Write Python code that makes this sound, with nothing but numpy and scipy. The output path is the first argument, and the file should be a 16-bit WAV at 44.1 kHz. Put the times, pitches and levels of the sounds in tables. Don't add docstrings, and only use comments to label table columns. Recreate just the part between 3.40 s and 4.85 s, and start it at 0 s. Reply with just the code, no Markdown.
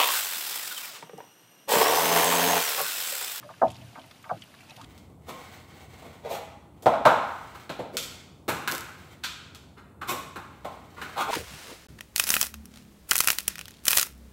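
import sys
import numpy as np
from scipy import signal
from scipy.fft import rfft, irfft
from scipy.io import wavfile
from scipy.ndimage import uniform_filter1d, map_coordinates

SR = 44100
rng = np.random.default_rng(int(sys.argv[2]) if len(sys.argv) > 2 else 0)


def inscribe(sig):
    pcm = np.round(np.clip(np.atleast_2d(sig).T, -1, 1) * 32767)
    wavfile.write(sys.argv[1], SR, pcm.astype(np.int16))


def ratio(d):
    e = np.asarray(d, float) / 20
    return 10 ** e


N = 63945


def unit(x):
    return x / np.sqrt(np.mean(x ** 2) + 1e-20)


def curve(rows):
    time_s, value = np.transpose(rows)
    return np.interp(np.arange(N) / SR, time_s, value)


def wobble(rate):
    knots = rng.standard_normal(int(N * rate / SR) + 4)
    return map_coordinates(knots, [np.arange(N) * rate / SR])


def bell(hz, centre_hz, octaves):
    return np.exp(-.5 * (np.log2((hz + 1) / centre_hz) / max(octaves, .05)) ** 2)


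def rush(spectrum, patchy_db):
    patches = signal.stft(rng.standard_normal(N + 512), nperseg=512)[2]
    field = uniform_filter1d(uniform_filter1d(rng.standard_normal(patches.shape), 6, 0), 6, 1)
    noise = signal.istft(patches * ratio(patchy_db * unit(field)), nperseg=512)[1][:N]
    f, db = np.transpose(spectrum)
    log_hz = np.log(np.fft.rfftfreq(N, 1 / SR) + 1)
    colour = ratio(np.interp(log_hz, np.log(f), db))
    return unit(irfft(rfft(noise) * colour, N))


# (frequency [Hz], relative level [dB], 60 dB decay time [s])
HULL_MODES = [(82.5, -14, 0.27), (118, -5.5, 0.15), (150, -4.5, 0.086), (188.8, -10.5, 0.21),
              (244.8, -15, 0.19), (264.8, -9.5, 0.18), (332.7, -26.5, 0.26), (332.8, -12, 0.12),
              (444, -6, 0.061), (542, -4, 0.12), (600, -10.5, 0.14), (657.5, 6.5, 0.072), (740, 11, 0.035),
              (812.4, -6, 0.069), (906.3, 2.5, 0.066), (983.5, -10.5, 0.091), (1077.7, -6, 0.087),
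              (1195.6, 1, 0.037), (1248, -10, 0.12), (1318, 0.5, 0.018), (1426, -15.5, 0.078),
              (1545, -9, 0.082), (1714, -21, 0.11)]
# (time [s], peak level ahead of the deck filter [dB], frequency where the blow is
# strongest [Hz], spread [octaves], length of the wash [s])
HULL_SLAPS = [(.027, -40.5, 1215, 0.26, 0.0055), (.038, -47, 603, 0.036, 0.0049),
              (.048, -47.5, 603, 0.044, 0.0019), (.062, -41, 608, 0.052, 0.0065),
              (.091, -35.5, 1205, 0.25, 0.0062), (.101, -37, 1000, 0.97, 0.0073),
              (.111, -59, 777, 0.61, 0.003), (.138, -46, 1440, 0.28, 0.0018),
              (.2155, -22, 1070, 1.3, 0.0012), (.2185, -11, 905, 1.16, 0.0016),
              (.226, -16.5, 620, 1.5, 0.0026), (.232, -9, 780, 0.31, 0.0037), (.236, -14, 600, 0.4, 0.002),
              (.2408, -12, 710, 0.22, .0015), (.2545, -18.5, 726, 0.15, 0.0033),
              (.2625, -26.5, 630, 0.42, .002), (.235, -26.5, 280, 0.37, 0.011),
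              (.278, -30.5, 860, 0.46, 0.0046), (.288, -36, 700, 0.2, 0.003),
              (.265, -35, 96.5, 0.51, 0.0066), (.27, -37, 302, 0.39, 0.033), (.3, -39.5, 860, 0.3, 0.037),
              (.33, -51.5, 864, 0.12, 0.08), (0.311, -39, 120, 0.12, 0.0072), (.385, -48, 94, 0.16, 0.011),
              (.418, -45.5, 635, 0.15, 0.0017), (.42, -40.5, 118, 0.3, 0.013),
              (.472, -45.5, 131, 0.17, 0.017), (.53, -49.5, 796, 0.069, 0.0019),
              (.5565, -34, 1260, 0.53, 0.0098), (.567, -38, 920, 0.19, 0.0022),
              (.577, -36.5, 1350, 0.45, 0.0027), (.575, -45.5, 273, 0.29, 0.012),
              (.585, -39.5, 714, 0.54, 0.009), (.64, -47, 790, 0.51, 0.024),
              (.841, -40.5, 1520, 0.35, 0.005), (.853, -41.5, 1140, 0.62, 0.02),
              (.873, -48.5, 740, .25, 0.0057), (.894, -31.5, 1360, 0.51, 0.025),
              (.897, -30, 740, 0.13, 0.0032), (.901, -27, 1290, 0.26, 0.014),
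              (.907, -28.5, 1350, 0.12, 0.0012), (.912, -19.5, 789, 0.048, 0.0012),
              (.916, -21.5, 655, 0.27, 0.0012), (.926, -26, 696, 0.065, 0.0037),
              (.918, -36, 150, 0.33, 0.006), (.94, -47.5, 295, 0.39, 0.03), (.946, -44, 670, 0.18, 0.012),
              (1.282, -52.5, 865, 0.15, 0.036), (1.316, -43.5, 730, 0.17, 0.0097),
              (1.376, -43, 845, 0.44, 0.017), (1.396, -41, 960, 0.22, 0.0034),
              (1.412, -39, 1250, 0.31, 0.002), (1.431, -45, 264, 0.28, 0.01)]
LAG_S, LAG_POWER = .002, .8
WASH_EVEN_S = .02
DECK_LOW_HZ, DECK_TOP_HZ = 66, 1900


def slaps():
    out, t = np.zeros(N + 2 * SR), np.arange(SR // 2) / SR
    hz, level, t60 = np.transpose(HULL_MODES)[:, :, None]
    lag = LAG_S * (700 / hz) ** LAG_POWER
    decay = ratio(level - 60 * t / t60)
    build_up = 1 - np.exp(-t / lag)
    modes = decay * build_up * np.sin(2 * np.pi * hz * t)
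    for start_s, db, centre_hz, octaves, wash_s in HULL_SLAPS:
        wash = rng.standard_normal(SR // 10) * np.exp(-(t[:SR // 10] / wash_s) ** 2)
        force = wash_s / WASH_EVEN_S * wash / np.linalg.norm(wash)
        force[0] += 1
        response = (bell(hz, centre_hz, octaves) * modes).sum(0)
        sound = signal.fftconvolve(response, force)
        out[round(start_s * SR):][:len(sound)] += ratio(db) * sound / np.abs(sound).max()
    deck = signal.butter(5, (DECK_LOW_HZ, DECK_TOP_HZ), 'bandpass', fs=SR, output='sos')
    return signal.sosfilt(deck, out[:N])


# (time [s], peak level [dB], frequency [Hz], spread [octaves])
SPRAY_DROPS = [(0.1359, -53, 2700, 0.29), (0.2695, -44.5, 2380, 0.35), (0.2808, -41.5, 3660, 0.23),
               (0.2872, -49, 5500, 0.51), (0.3012, -38.5, 3220, 0.4), (0.3147, -44, 3470, 0.54),
               (0.3436, -44, 4150, 0.62), (0.3547, -41.5, 3110, 0.54), (.3285, -48, 3330, 0.29),
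               (0.3655, -44, 4510, 0.17), (0.413, -46, 2590, 0.26), (0.552, -44, 2160, 0.14),
               (0.594, -44, 3040, 0.23), (0.6146, -43.5, 3160, 0.38), (0.7105, -41.5, 3460, 0.5),
               (0.842, -42, 2210, 0.35), (0.892, -41.5, 2250, 0.11), (0.9745, -47, 2550, 0.6),
               (1.0196, -36, 3133, 0.11), (1.14, -56, 2400, 0.45), (1.1481, -47, 3690, 0.35),
               (1.1866, -50, 2840, 0.28), (1.206, -42.5, 2330, 0.2), (1.2915, -48, 2520, .3),
               (1.2953, -42.5, 2724, 0.17), (1.3059, -42, 3900, 0.13), (1.306, -42, 2560, 0.34),
               (1.3615, -43.5, 2880, 0.4), (1.3645, -41.5, 3760, 0.51), (1.4132, -39.5, 3380, 0.84),
               (1.4428, -40, 3240, 0.39), (.028, -44.5, 1720, 0.36), (.137, -44.5, 1746, 0.58),
               (.64, -47, 2050, 0.39), (.711, -44.5, 1240, 0.5), (.711, -50, 2060, 0.24),
               (1.139, -44.5, 1670, 0.33), (1.141, -48, 1120, 0.29), (1.021, -49, 4400, 0.08),
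               (1.022, -45, 2250, 0.25), (1.036, -45.5, 2810, 0.31), (1.038, -61, 1740, 0.24),
               (0.302, -44.5, 6390, 0.43), (.3055, -44, 7860, .6), (.311, -53.5, 8500, 0.55),
               (0.316, -44.5, 7140, 0.4), (0.661, -53, 10570, 0.44), (.712, -54, 8800, 0.76),
               (0.827, -51, 7260, 0.19), (.826, -50.5, 12100, 0.25), (1.013, -50, 6940, 0.25),
               (1.0385, -49.5, 11500, 0.5), (1.207, -52, 8260, 0.41), (1.296, -48, 5720, 0.086),
               (1.364, -48, 13100, 0.54), (1.37, -52, 10000, 0.55), (1.413, -58, 7000, 0.53),
               (1.444, -48, 8000, 0.16)]
DROP_RISE_S = .001
DROP_T60_S, DROP_T60_POWER = 0.035, 0.39
PLIP_DB = 1
CRACK_DB, CRACK_OCTAVES = -2, 0.74


def drops():
    out, size = np.zeros(N + SR), 4096
    t, hz = np.arange(size) / SR, np.fft.rfftfreq(size, 1 / SR)

    def band_noise(centre_hz, octaves):
        return unit(irfft(rfft(rng.standard_normal(size)) * bell(hz, centre_hz, octaves), size))

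    for start_s, db, centre_hz, octaves in SPRAY_DROPS:
        noise = band_noise(centre_hz, octaves)
        crack = band_noise(centre_hz, CRACK_OCTAVES)
        plip = ratio(PLIP_DB) * np.sin(2 * np.pi * centre_hz * t) / (1 + (centre_hz / 4000) ** 4)
        t60 = DROP_T60_S * (3000 / centre_hz) ** DROP_T60_POWER
        fade = ratio(-60 * t / t60)
        rise = 1 - np.exp(-t / DROP_RISE_S)
        burst = fade * rise * (noise + plip + ratio(CRACK_DB) * fade * crack)
        out[round(start_s * SR):][:size] += ratio(db) * burst / np.abs(burst).max()
    return out[:N]


FIZZ_SCATTER_DB = 9


def bubbles(start_s, length_s, per_s, centre_hz, spread, life, db):
    draw = rng.random((900, 2))[:int(per_s * length_s)]
    hz = centre_hz * np.exp(spread * rng.standard_normal((900, 1))[:len(draw)])
    k = np.arange(600)
    cycles = hz * k / SR
    level = ratio(db + FIZZ_SCATTER_DB * draw[:, 1:] ** 2)
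    grains = np.exp(-cycles / life) * np.sin(2 * np.pi * cycles) * level
    grains = grains * ((hz > 1300) & (hz < 14000))
    at = ((start_s + draw[:, :1] * length_s) * SR).astype(int) + k
    return np.bincount(at.ravel(), grains.ravel(), N + 600)[:N]


FIZZ_PER_S, FIZZ_HZ, FIZZ_CYCLES, FIZZ_DB = 420, 2944, 7.9, -61.5
SPRAY_PER_S, SPRAY_HZ, SPRAY_CYCLES, SPRAY_DB = 450, 4340, 2.8, -56.5
SPRAY_S, SPRAY_LENGTH_S = .275, .105


def fizz():
    lap_db = curve(LAPPING_LEVEL)
    steady = bubbles(0, N / SR, FIZZ_PER_S, FIZZ_HZ, 1.1, FIZZ_CYCLES, FIZZ_DB)
    steady = steady * ratio(lap_db - lap_db.mean())
    spray = bubbles(SPRAY_S, SPRAY_LENGTH_S, SPRAY_PER_S, SPRAY_HZ, 0.41, SPRAY_CYCLES, SPRAY_DB)
    return steady + spray


# (time [s], level ahead of a fixed lift [dB])
ROCKING_LEVEL = [(0.0, -63), (0.25, -67.5), (0.378, -60), (0.726, -67.5), (.9, -64), (.96, -50.5),
                 (1.082, -68), (1.45, -61.5)]
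# (frequency [Hz], relative density [dB per Hz])
BOOM_SPECTRUM = [(35, -57), (60, -44), (90, -5.5), (125, -3.5), (180, -18.5), (280, -9.5), (420, -26),
                 (600, -58)]


def hull_boom():
    return ratio(curve(ROCKING_LEVEL) + 3.5) * rush(BOOM_SPECTRUM, patchy_db=4.5)


# (time [s], level ahead of a fixed lift [dB]); the fizz follows its shape
LAPPING_LEVEL = [(0.0, -58.5), (0.14, -58), (0.444, -56.5), (0.806, -59), (1.45, -56)]
# (frequency [Hz], relative density [dB per Hz])
HISS_SPECTRUM = [(30, -12.5), (150, 8), (450, -4), (680, -1), (1500, -8), (2000, -9), (2700, -5),
                 (4500, -11.5), (7500, -16.5), (10000, -20), (12000, -21.5), (14600, -23.5), (15300, -31)]


def lapping_hiss():
    tremble_db = 0.12 * wobble(20.6) + 0.16 * wobble(60)
    return ratio(curve(LAPPING_LEVEL) + 2.5 + tremble_db) * rush(HISS_SPECTRUM, patchy_db=0.13)


WHINE_CENTRES = [4790, 9582, 10790, 14373]
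# (rms level [dB], half width [Hz])
WHINE_BANDS = [(-74, 56), (-75, 67), (-80, 60), (-74.5, 110)]


def whine():
    f = np.fft.rfftfreq(N, 1 / SR)
    out = np.zeros(N)
    for hz, (db, width) in zip(WHINE_CENTRES, WHINE_BANDS):
        resonance = 1 / (1 + 1j * (f - hz) / width)
        out += ratio(db) * unit(irfft(rfft(rng.standard_normal(N)) * resonance, N))
    return out


def scene():
    return (slaps() + drops() + fizz() + hull_boom() + lapping_hiss() + whine())[None]


def band_limit(x):
    return signal.sosfilt(signal.butter(12, 15330, fs=SR, output="sos"), x)


MIC_LOW_HZ, MIC_TOP_HZ = 48, 15150


def record(dry):
    hz = np.fft.rfftfreq(N, 1 / SR)
    bass_cut = 1 / np.sqrt(1 + (MIC_LOW_HZ / (hz + 1)) ** 6)
    treble_cut = 1 / np.sqrt(1 + (hz / MIC_TOP_HZ) ** 120)
    mix = irfft(rfft(dry) * bass_cut * treble_cut, N)
    return band_limit(mix)


dry = scene()
out = record(dry)
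inscribe(out)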